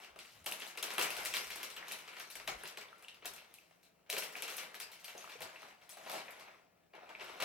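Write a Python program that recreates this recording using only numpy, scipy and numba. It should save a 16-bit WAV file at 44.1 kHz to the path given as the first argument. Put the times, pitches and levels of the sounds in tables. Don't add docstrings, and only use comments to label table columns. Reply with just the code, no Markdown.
import sys
import numpy as np
from scipy import signal
from scipy.fft import rfft, irfft, next_fast_len
from scipy.io import wavfile
from numba import njit

SR = 44100
rng = np.random.default_rng(int(sys.argv[2]) if len(sys.argv) > 2 else 0)


def wrap_up_sound(samples):
    columns = np.atleast_2d(samples).T
    tamed = np.clip(columns, -1, 1)
    steps = np.round(tamed * 32767).astype(np.int16)
    wavfile.write(sys.argv[1], SR, steps)


def how_loud(loudness_db):
    steps = np.asarray(loudness_db, float) / 20
    return 10 ** steps


N = 328104
TIME_S = np.arange(N) / SR
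SPOTS = 3
OPPOSITE = np.array([[1], [-1]])

# start in seconds, relative levels of sheet, deep folds and fine wrinkles
# in dB, length in ms.
SNAPS = [(0.035, -52, -74, -64, 2.5), (0.045, -50, -70, -61, 2), (0.1595, -54, -51.5, -64, 1.84),
         (0.189, -46, -63, -53.5, 4.15), (0.249, -56, -62, -69, 3.2), (0.4428, -62, -70, -66, 5.2),
         (0.4623, -39, -44, -40, 6.2), (0.5133, -50, -43.5, -38.5, 1.3), (0.5211, -36, -80, -49, 3.16),
         (0.6021, -44, -74, -54.5, 4.4), (0.6201, -43.5, -49, -61, 3.55), (0.678, -63, -82, -51.5, 4.5),
         (0.7522, -52, -58, -67, 2.6), (0.7739, -43, -49.5, -48, 5.3), (0.8263, -36, -43.5, -39, 4.5),
         (0.9032, -41.5, -47.5, -51.5, 5.4), (0.937, -61, -55, -48, 3.1), (0.981, -32, -35, -55.5, 5.3),
         (0.9914, -38.5, -44, -37.5, 5.6), (1.0122, -31.5, -49, -40.5, 5.9), (1.0241, -41, -45, -34, 5.1),
         (1.045, -39, -46, -71, 8.3), (1.104, -42, -50, -44, 5.8), (1.1674, -46, -49.5, -43.5, 3.2),
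         (1.1835, -43, -46, -63, 14), (1.2502, -42, -58, -38, 1.75), (1.2571, -40.5, -49.5, -40.5, 5),
         (1.3376, -38, -51, -43, 14.5), (1.367, -33, -46.5, -40, 3.37), (1.47, -47, -63, -56, 1.55),
         (1.5021, -44, -55.5, -52.5, 15), (1.556, -46, -48.5, -49, 4.6), (1.6004, -45, -56, -60, 2.8),
         (1.612, -45, -55, -62, 3), (1.63, -41, -50.5, -45, 6.5), (1.7012, -49, -85, -55, 7.6),
         (1.7638, -45, -53.5, -57.5, 8.7), (1.8261, -45, -57, -81, 2.4), (1.869, -50, -67, -65, 6.5),
         (1.8808, -49, -53, -53, 9.7), (1.912, -38.5, -66, -53, 5.1), (1.9201, -37.5, -50, -40, 0.96),
         (1.988, -49, -81, -55, 3.4), (2.0765, -47.5, -58, -64.5, 11), (2.13, -49, -59.5, -76, 4.4),
         (2.159, -52, -62, -82, 6), (2.1672, -47, -56, -58, 2.9), (2.1852, -46, -62, -58, 1.7),
         (2.1982, -45.5, -57.5, -54, 11.2), (2.3007, -53.5, -67, -51.5, 11),
         (2.3536, -44.5, -53.5, -47, 3.36), (2.399, -48, -54, -63, 3.65), (2.4752, -37.5, -41, -45.5, 9),
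         (2.6363, -44, -52, -71, 2.76), (2.6543, -43, -68, -56, 2.6), (2.6744, -49, -72, -50.5, 7.1),
         (2.7721, -47, -51, -54.5, 7), (2.8103, -47.5, -60, -57, 3.7), (2.9803, -79, -70, -68, 10),
         (3.0244, -58, -63, -61, 4.3), (3.083, -45.5, -80, -63, 2.9), (3.1434, -53.5, -90, -65, 2.2),
         (3.2236, -55.5, -58, -86, 9.3), (3.2466, -48.5, -50, -65, 9), (3.2557, -44.5, -55, -41, 5.4),
         (3.336, -52, -55, -48.5, 2.16), (3.362, -51, -67, -55, 2), (3.3782, -48.5, -76, -70, 3.8),
         (3.5403, -54.5, -98, -55.5, 2.34), (3.5853, -70, -84, -68, 5.2), (3.7083, -68, -69, -81, 4.5),
         (3.83, -68, -93, -67.5, 6.6), (3.851, -65, -84, -71, 3.7), (4.0608, -68, -72, -90, 8.4),
         (4.094, -57, -53, -60, 12.7), (4.0996, -35, -62, -38.5, 3.17), (4.1273, -39, -44, -41, 3.64),
         (4.1495, -45, -59, -49, 1.6), (4.166, -36.5, -46.5, -45, 3.8), (4.1796, -43, -59, -40, 2.6),
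         (4.184, -40.5, -56, -35.5, 3.14), (4.191, -50, -53, -70, 3.4), (4.2222, -39.5, -53, -53, 3.8),
         (4.234, -44, -59, -45.5, 4), (4.325, -59, -70, -51, 1.2), (4.353, -36.5, -54, -100, 1.22),
         (4.3637, -48, -57, -53, 9.5), (4.4218, -36, -68, -43, 1.5), (4.4245, -45, -51, -53, 1.52),
         (4.4369, -44.5, -53.5, -56, 4.5), (4.4793, -43.5, -55, -54, 9.3), (4.501, -47, -66, -48.5, 3.7),
         (4.5682, -67, -72, -41.5, 4.7), (4.5804, -40, -53.5, -50.5, 6.9), (4.631, -47, -52.5, -57, 3.6),
         (4.7435, -45.5, -56, -55, 1.9), (4.751, -47.5, -59, -56, 3.5), (4.7997, -45, -56.5, -46, 8.3),
         (4.8188, -49, -77, -53, 2.7), (4.9164, -56, -72, -58, 16.4), (4.997, -60, -77, -61, 3.6),
         (5.043, -54.5, -68, -53.5, 19.3), (5.079, -50, -59.5, -58, 9.9), (5.1501, -73, -49.5, -71, 11.6),
         (5.1784, -55, -66, -57, 4), (5.2947, -52.5, -66, -63, 12.2), (5.3183, -50.5, -69, -65, 6.2),
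         (5.4062, -51, -47, -58, 7.9), (5.418, -46.5, -49.5, -48, 6.8), (5.5585, -46.5, -77, -93, 3.1),
         (5.618, -58, -60, -64, 4.5), (5.629, -53, -52, -68, 2.74), (5.8144, -63, -73, -76, 12.6),
         (5.8918, -57.5, -72, -53, 11.5), (5.971, -59, -55, -60, 4.7), (6.0625, -50, -49.5, -82, 6.5),
         (6.0967, -45, -46.5, -47, 2.7), (6.116, -49, -50, -45, 2.8), (6.1358, -48, -43.5, -53, 5.2),
         (6.165, -56, -45.5, -57, 3.5), (6.2805, -48.5, -54.5, -97, 9.7), (6.3064, -80, -64, -56.5, 7),
         (6.396, -55, -62, -62, 7.6), (6.4769, -54, -59, -95, 6.2), (6.9341, -57, -55, -87, 14.3),
         (6.951, -53, -79, -71.5, 3.5), (7.091, -52, -54, -71, 9.4), (7.152, -49, -72, -81, 1.4),
         (7.196, -47, -60, -72, 3.9), (7.2076, -48, -52, -66, 7.3), (7.4018, -40, -45, -48.5, 4.8),
         (7.413, -36.5, -44, -64, 3.35), (7.4228, -33.5, -41, -45, 4.8)]
# dB against the snap, decay in seconds.
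SETTLE = [(-5.5, 0.021), (8, 0.024), (-4.5, 0.036)]
# time in seconds,
# relative crease level in dB, dullness in dB.
GRIP = [(0, -42, 3), (.14, -56, 6), (.27, -49, -1), (.43, -55.5, 1.5), (.66, -39.5, -0.5),
        (.76, -48.5, 3.5), (.89, -34, 1.5), (.96, -38, 3), (1.08, -34.5, 2), (1.2, -38, -0.5),
        (1.35, -35.5, 1), (1.49, -41, -1), (1.78, -44, 4), (2.03, -47, 2.5), (2.22, -48, 2),
        (2.45, -51.5, 0), (2.65, -42, 3.5), (2.78, -50, 5.5), (3.2, -56.5, 4), (3.42, -52.5, 6),
        (3.65, -60.5, 1), (4.1, -68, 5), (4.28, -43.5, 2), (4.34, -43.5, 2), (4.54, -38, -0.5),
        (4.72, -49, 5), (5.01, -51.5, 1), (5.2, -44.5, 0.5), (5.45, -45.5, 4.5), (5.69, -46.5, 3.5),
        (5.76, -59.5, 4.5), (5.99, -46, 2), (6.16, -34, 3.5), (6.26, -47.5, 2), (6.42, -45, 4.5),
        (6.67, -64, 5.5), (6.92, -68.5, 6.5), (6.96, -51.5, 9), (7.18, -48.5, 5.5), (7.23, -37.5, 4),
        (7.44, -43.5, 6)]
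# time in seconds, Hz.
PANEL_PITCH = [(0.0, 2650), (0.99, 2640), (1.28, 2330), (1.37, 2930), (1.45, 2450), (1.78, 2590),
               (1.84, 2130), (1.88, 2700), (2.15, 2310), (2.22, 2560), (2.61, 2260), (2.65, 2840),
               (2.98, 2420), (3.09, 2970), (3.19, 2500), (4.6, 2580), (4.72, 2330), (4.87, 2670),
               (6.67, 2310), (6.86, 2660), (6.9, 2270), (7.44, 2600)]
# Hz, dB.
BAG_RESPONSE = [(100, -79), (200, -28.5), (330, -1), (480, 1), (800, 4.5), (1500, 2.5), (2800, 4.5),
                (3500, 3.5), (4300, 3), (5500, 2), (7500, 1), (11000, 4), (14500, 3), (17000, -15.5),
                (18500, -16)]
# start in seconds, peak in dB, Hz, time constant in cycles.
PANEL_POPS = [(0.162, -50, 1190, 0.81), (0.4655, -35, 3260, 1.8), (0.775, -35, 2510, 1.6),
              (1.1669, -32, 2650, 1), (0.83, -29, 3200, 1.2), (0.9815, -25, 3060, 1.3),
              (1.104, -36, 2650, 0.92), (1.2575, -29, 2210, 0.87), (1.3673, -34, 2490, 0.93),
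              (1.8277, -37.5, 2030, 1.2), (2.4774, -30, 2550, 1.8), (2.636, -41, 1430, 1),
              (2.812, -46, 2550, 1.1), (4.0997, -34, 2340, 1.5), (4.223, -35, 2800, 0.77),
              (4.354, -44, 2500, 1), (4.7435, -42, 1930, 0.91), (0.621, -34.5, 3100, 1.6),
              (2.399, -42, 2050, 0.87), (2.775, -40, 2500, 2.4), (2.886, -49.5, 3480, 2),
              (2.929, -44, 1340, 1.1), (3.047, -43, 2800, 1.6), (3.0835, -39, 2900, 1.4),
              (3.586, -50, 2570, 2.8), (4.1272, -31, 2900, 0.87), (4.179, -40, 443, 1.4),
              (5.151, -44, 592, 0.89), (5.243, -39.5, 1140, 0.72), (5.276, -44, 1330, 0.91),
              (5.354, -49, 468, 1.6), (5.1793, -40.5, 6430, 2.5), (5.187, -46, 6300, 2.5),
              (5.56, -45, 2600, 1.4), (5.63, -44, 1340, 1.1), (5.968, -49, 680, 1.7),
              (6.062, -57, 686, 0.37), (6.091, -43, 880, 0.88), (7.151, -37, 2400, 1.5),
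              (7.4, -37, 1250, 0.92)]
# start in seconds, peak in dB, Hz.
LOUD_CRACKS = [(0.4439, -44, 9300), (0.461, -29, 11100), (0.5261, -27.5, 11000), (0.5995, -37, 9800),
               (0.8293, -28, 10100), (0.9375, -32, 10500), (0.983, -22.5, 10700), (1.104, -35, 10900),
               (1.25, -41, 10100), (1.2578, -39, 10500), (1.3386, -44, 10600), (1.4715, -41, 9000),
               (1.65, -36, 12000), (1.2337, -36, 9300), (1.366, -41, 10300), (1.56, -33.5, 10100),
               (1.6314, -31, 12000), (1.883, -42, 10300), (1.922, -29, 10600), (2.198, -35, 11600),
               (2.301, -47, 11500), (2.3576, -37.5, 9200), (2.6363, -33, 10100), (3.025, -48, 10400),
               (3.0846, -45, 9600), (3.364, -47, 10500), (3.54, -39, 11300), (4.1, -31, 10100),
               (4.128, -33, 11000), (4.133, -34, 11000), (4.184, -30, 10100), (4.237, -37, 10000),
               (4.3269, -48, 9050), (4.423, -24.5, 10600), (4.5675, -36, 10400), (4.7435, -47, 10900),
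               (4.7513, -38, 11300), (4.8006, -42, 10000), (5.4062, -38, 11400)]
# time in seconds, drive of the deep ring in dB, drive of the open mouth's ring in dB.
AIR_DRIVE = [(0, -16, -18), (4.0, -9, -39), (4.15, 0.5, -33), (4.65, -3.5, -32), (4.9, -11, -9),
             (5.5, -40, -17), (5.9, -34, -3.5), (6.5, -30, -11.5), (7.0, -26.5, -5), (7.44, -10, -24)]
AIR_HZ = (468, 677)
AIR_WIDTH_HZ = (140, 190)
# centre in seconds, level in dB, Hz, 1/e half-length in seconds.
BUMPS = [(.14, -79, 50, 0.068), (0.41, -70.5, 102, 0.08), (.99, -76, 50, 0.018), (1.217, -72, 45.6, 0.046),
         (1.3, -75, 75, 0.068), (1.514, -75, 50, 0.065), (1.793, -82, 51.7, 0.066), (2.42, -77, 41.8, .08),
         (2.497, -60.5, 128, 0.034), (2.55, -69, 50, 0.066), (2.647, -72, 109, 0.034),
         (3.292, -81, 60, 0.084), (4.582, -89, 80.5, 0.034), (5.438, -69, 126, 0.05),
         (7.285, -84, 60, 0.089), (7.44, -78, 69, 0.046)]
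# Hz, seconds to fall 60 dB.
ROOM_T60 = [(150, 0.88), (500, 0.33), (1500, 0.36), (4000, 0.22), (9000, 0.19), (15000, 0.17)]
# Hz, gain in dB.
ROOM_GAIN = [(150, -6.5), (500, -5), (1500, -0.5), (4000, -0.5), (9000, 1), (15000, -1)]
# Hz, amplitude of the opposite part over the common part.
PORT_DIFFERENCE = [(100, 0.19), (300, 0.32), (600, 0.47), (1000, 0.58), (1600, 1.13), (2800, 0.38),
                   (5000, 1.58), (8000, 0.93), (11000, 0.1), (14000, 0.16)]
# Hz, relative density in dB.
HUSH_SPECTRUM = [(15, -36), (25, -10), (80, -47), (97, 2), (118, -9), (147, -2), (255, -3.5), (285, -3),
                 (671, -6), (1670, -29), (2600, -40), (7230, -29.5), (14800, -26.5), (17000, -21),
                 (18500, -40)]
# Hz, width in Hz, added gain in dB.
HUMS = [(171, 15, 2.5), (676, 58, 0), (2450, 150, 24)]
# Hz, rms in dB.
WHINE = [(15735, -102)]
# Hz, left minus right in dB.
LEFT_OVER_RIGHT = [(100, 1), (500, 3), (2500, 2), (5000, 4.5), (9000, 4), (14000, 7)]
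# Hz, radians by which left leads (negative: lags).
LEFT_LEAD = [(40, 0), (120, -.26), (320, -.9), (1000, -1.22), (2200, -.92), (3600, -.45), (4500, -.75),
             (8000, -.1), (10000, 0)]

WRINKLE_PER_DULL = 1.83


def along(table, hz):
    f, v = np.transpose(table)
    return np.interp(np.log(hz + 1), np.log(f + 1), v)


def shape(x, gain):
    n = next_fast_len(x.shape[-1] + SR // 10)
    hz = np.arange(n // 2 + 1) * SR / n
    return irfft(rfft(x, n) * gain(hz), n)[..., :x.shape[-1]]


def level(x, db):
    return x * how_loud(db) / np.sqrt(np.mean(x ** 2))


def peak(f, hz, width_hz):
    return 1j * f * width_hz / (hz ** 2 - f ** 2 + 1j * f * width_hz)


def after(s, db, decay_s, ahead=False):
    kicks = np.zeros(N)
    np.add.at(kicks, np.clip((s * SR).astype(int), 0, N - 1), how_loud(2 * db))
    way = -1 if ahead else 1
    return signal.lfilter([1], [1, -np.exp(-1 / (decay_s * SR))], kicks[::way])[::way]


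@njit
def rings(start, hz, tau, size, spot, spots, n, sr):
    out = np.zeros((spots, n))
    for k in range(len(start)):
        turn = np.exp(complex(-1 / (tau[k] * sr), 2 * np.pi * hz[k] / sr))
        z = complex(size[k] / (tau[k] * sr), 0.)
        first = max(int(start[k] * sr), 0)
        for j in range(first, min(first + int(8 * tau[k] * sr) + 2, n)):
            out[spot[k], j] += (j - first) * z.imag
            z *= turn
    return out


def single_rings(s, db, hz, cycles):
    spot = np.arange(len(s)) % SPOTS
    return rings(s, hz, cycles / hz, how_loud(db) * np.e, spot, SPOTS, N, 1. * SR)


def creases(start_s, chance, sheet_db, fold_db, wrinkle_db, cycles):
    fold_hz, wrinkle_hz = 664, 10100
    panel_db, panel_octaves, scatter_db = 2, 0.23, 2.0
    hz = 150 * (18000 / 150) ** chance[..., 0]
    sheet_hz = np.interp(start_s, *np.transpose(PANEL_PITCH))
    octaves_off = np.log2(hz / sheet_hz)
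    low = np.clip(octaves_off / np.log2(fold_hz / sheet_hz), 0, 1)
    high = np.clip(octaves_off / np.log2(wrinkle_hz / sheet_hz), 0, 1)
    db = sheet_db + low * (fold_db - sheet_db) + high * (wrinkle_db - sheet_db)
    db = db + along(BAG_RESPONSE, hz)
    db = db + panel_db * np.exp(-(octaves_off / panel_octaves) ** 2)
    db = db - scatter_db * (np.log(chance[..., 1] + 0.002) + 1)
    tau_s = cycles / hz + 0.0003
    size = how_loud(db) / np.sqrt(tau_s * SR)
    spot = (chance[..., 3] * SPOTS).astype(int)
    return rings(start_s.ravel(), hz.ravel(), tau_s.ravel(), size.ravel(), spot.ravel(), SPOTS, N, 1. * SR)


def snaps(count=120):
    cluster_db = 11
    s, sheet_db, fold_db, wrinkle_db, ms = np.array(SNAPS).T[:, :, None]
    chance = rng.random((len(SNAPS), count, 4))
    slots = np.tile(np.arange(count), (len(SNAPS), 1))
    chance[..., 0] = rng.permuted(slots + chance[..., 0], axis=1) / count
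    length_s = np.clip(ms, .5, 40) / 1000
    late_s = length_s * .9 * (-np.log(1 - chance[..., 2])) ** 1.3
    late_s = late_s * np.clip(1.25 - .85 * chance[..., 0] ** 2, .1, 2)
    gain_db = 10 * np.log10((length_s + 0.00032) * SR / count) + cluster_db
    return creases(s + late_s, chance, sheet_db + gain_db, fold_db + gain_db, wrinkle_db + gain_db, cycles=1.34)


def rustle(count=70000):
    fold_share_db, wrinkle_share_db = -5.5, -4.5
    strain_db, strain_s = -2.5, 0.0013
    chance = rng.random((count, 4))
    start_s = chance[:, 2] * N / SR
    at = (start_s * SR).astype(int)
    flurry = np.repeat(rng.standard_normal(N // 128 + 1), 128)[at]
    grip_s, grip_db, dull_db = np.transpose(GRIP)
    pressed_db = (grip_db,
                  grip_db + fold_share_db + dull_db,
                  grip_db + wrinkle_share_db - WRINKLE_PER_DULL * dull_db)
    snap_s, *snap_db = np.transpose(SNAPS)[:4]
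    crease_db = []
    for pressed, db, (settle_db, settle_s) in zip(pressed_db, snap_db, SETTLE):
        power = how_loud(2 * np.interp(start_s, grip_s, pressed))
        power = power + after(snap_s, db + settle_db, settle_s)[at]
        power = power + after(snap_s, db + strain_db, strain_s, ahead=True)[at]
        crease_db.append(10 * np.log10(power) + 2.95 * flurry)
    return creases(start_s, chance, *crease_db, cycles=1.39)


def panel_pops():
    s, db, hz, cycles = np.array(PANEL_POPS).T
    return single_rings(s, db, hz, cycles)


def cracks(count=900):
    chance = rng.random((3, count))
    grip_s, grip_db, dull_db = np.transpose(GRIP)
    small_s = chance[0] * N / SR
    small_db = np.interp(small_s, grip_s, grip_db - WRINKLE_PER_DULL * dull_db)
    small_db = small_db - 9 - 2 * np.log(chance[1] + 0.0088)
    small_hz = 2500 * 5 ** chance[2]
    s, db, hz = np.hstack([np.transpose(LOUD_CRACKS), [small_s, small_db, small_hz]])
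    return single_rings(s, db, hz, cycles=1)


def bag_air(foil):
    s, *drives_db = np.transpose(AIR_DRIVE)
    air = 0
    for drive_db, hz, width_hz in zip(drives_db, AIR_HZ, AIR_WIDTH_HZ):
        driven = foil * how_loud(np.interp(TIME_S, s, drive_db))
        air = air + shape(driven, lambda f: 2 * peak(f, hz, width_hz))
    return air


def bag_body():
    body = shape(rng.standard_normal(N), lambda f: peak(f, 205, 168) ** 3)
    snap_s, _, fold_db = np.transpose(SNAPS)[:3]
    grip_s, grip_db, dull_db = np.transpose(GRIP)
    power = after(snap_s, fold_db - 22.5, decay_s=0.041)
    power = power + how_loud(2 * np.interp(TIME_S, grip_s, grip_db + dull_db - 39))
    return level(body, 0) * np.sqrt(power)


def counter():
    mid, side = rng.standard_normal((2, N))
    noise = mid + .14 * side * OPPOSITE
    out = level(shape(noise, lambda f: peak(f, 66, 45) ** 2), -91.5)
    for s, db, hz, length_s in BUMPS:
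        thud = level(shape(noise, lambda f: peak(f, hz, 1.6 * hz) ** 3), db)
        out = out + thud * np.exp(-((TIME_S - s) / length_s) ** 2)
    return out


def kitchen(x):
    t = np.arange(SR * 3 // 4) / SR
    tail = 0
    for hz in 90 * 2 ** np.arange(0, 8, .5):
        noise = rng.standard_normal((2, SPOTS, len(t)))
        band = shape(noise, lambda f: np.exp(-(4 * np.log2((f + 1) / hz)) ** 2 / 2))
        fade = np.exp(-np.log(1000) * t / along(ROOM_T60, hz)) * np.clip(t / 0.0048 - .3, 0, 1)
        common, opposite = band * fade / np.sqrt(np.sum(fade ** 2)) * how_loud(along(ROOM_GAIN, hz))
        tail = tail + common + along(PORT_DIFFERENCE, hz) * opposite * OPPOSITE[:, :, None]
    return signal.fftconvolve(x[None], tail, axes=2)[..., :N].sum(axis=1)


def hush():
    def spectrum(f):
        hums = sum(how_loud(db) * abs(peak(f, hz, width_hz)) ** 2 for hz, width_hz, db in HUMS)
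        return how_loud(along(HUSH_SPECTRUM, f)) * (1 + hums)

    mid, side = shape(rng.standard_normal((2, N)), spectrum)
    side = shape(side, lambda f: 2.0 * along(PORT_DIFFERENCE, f))
    whine = sum(np.sqrt(2) * how_loud(db) * np.sin(2 * np.pi * hz * TIME_S) for hz, db in WHINE)
    return level(mid + side * OPPOSITE, -74.5) + whine


def scene():
    foil = shape(snaps() + rustle(), lambda f: (1j * f / 170) ** 3 / (1 + 1j * f / 170) ** 3)
    bag = foil + bag_air(foil)
    pops = panel_pops() + cracks()
    direct = (bag + pops).sum(axis=0)
    echo = kitchen(bag + how_loud(-4) * pops)
    return direct + echo + bag_body() + counter() + hush()


def band_limit(x):
    return signal.sosfilt(signal.butter(12, 18960, fs=SR, output="sos"), x)


def record(dry):
    half = OPPOSITE / 2

    def port_gain(f):
        gain = how_loud(half * along(LEFT_OVER_RIGHT, f))
        return gain * np.exp(1j * half * along(LEFT_LEAD, f)) * (f < 18900)

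    return band_limit(shape(dry, port_gain))


dry = scene()
out = record(dry)
wrap_up_sound(out)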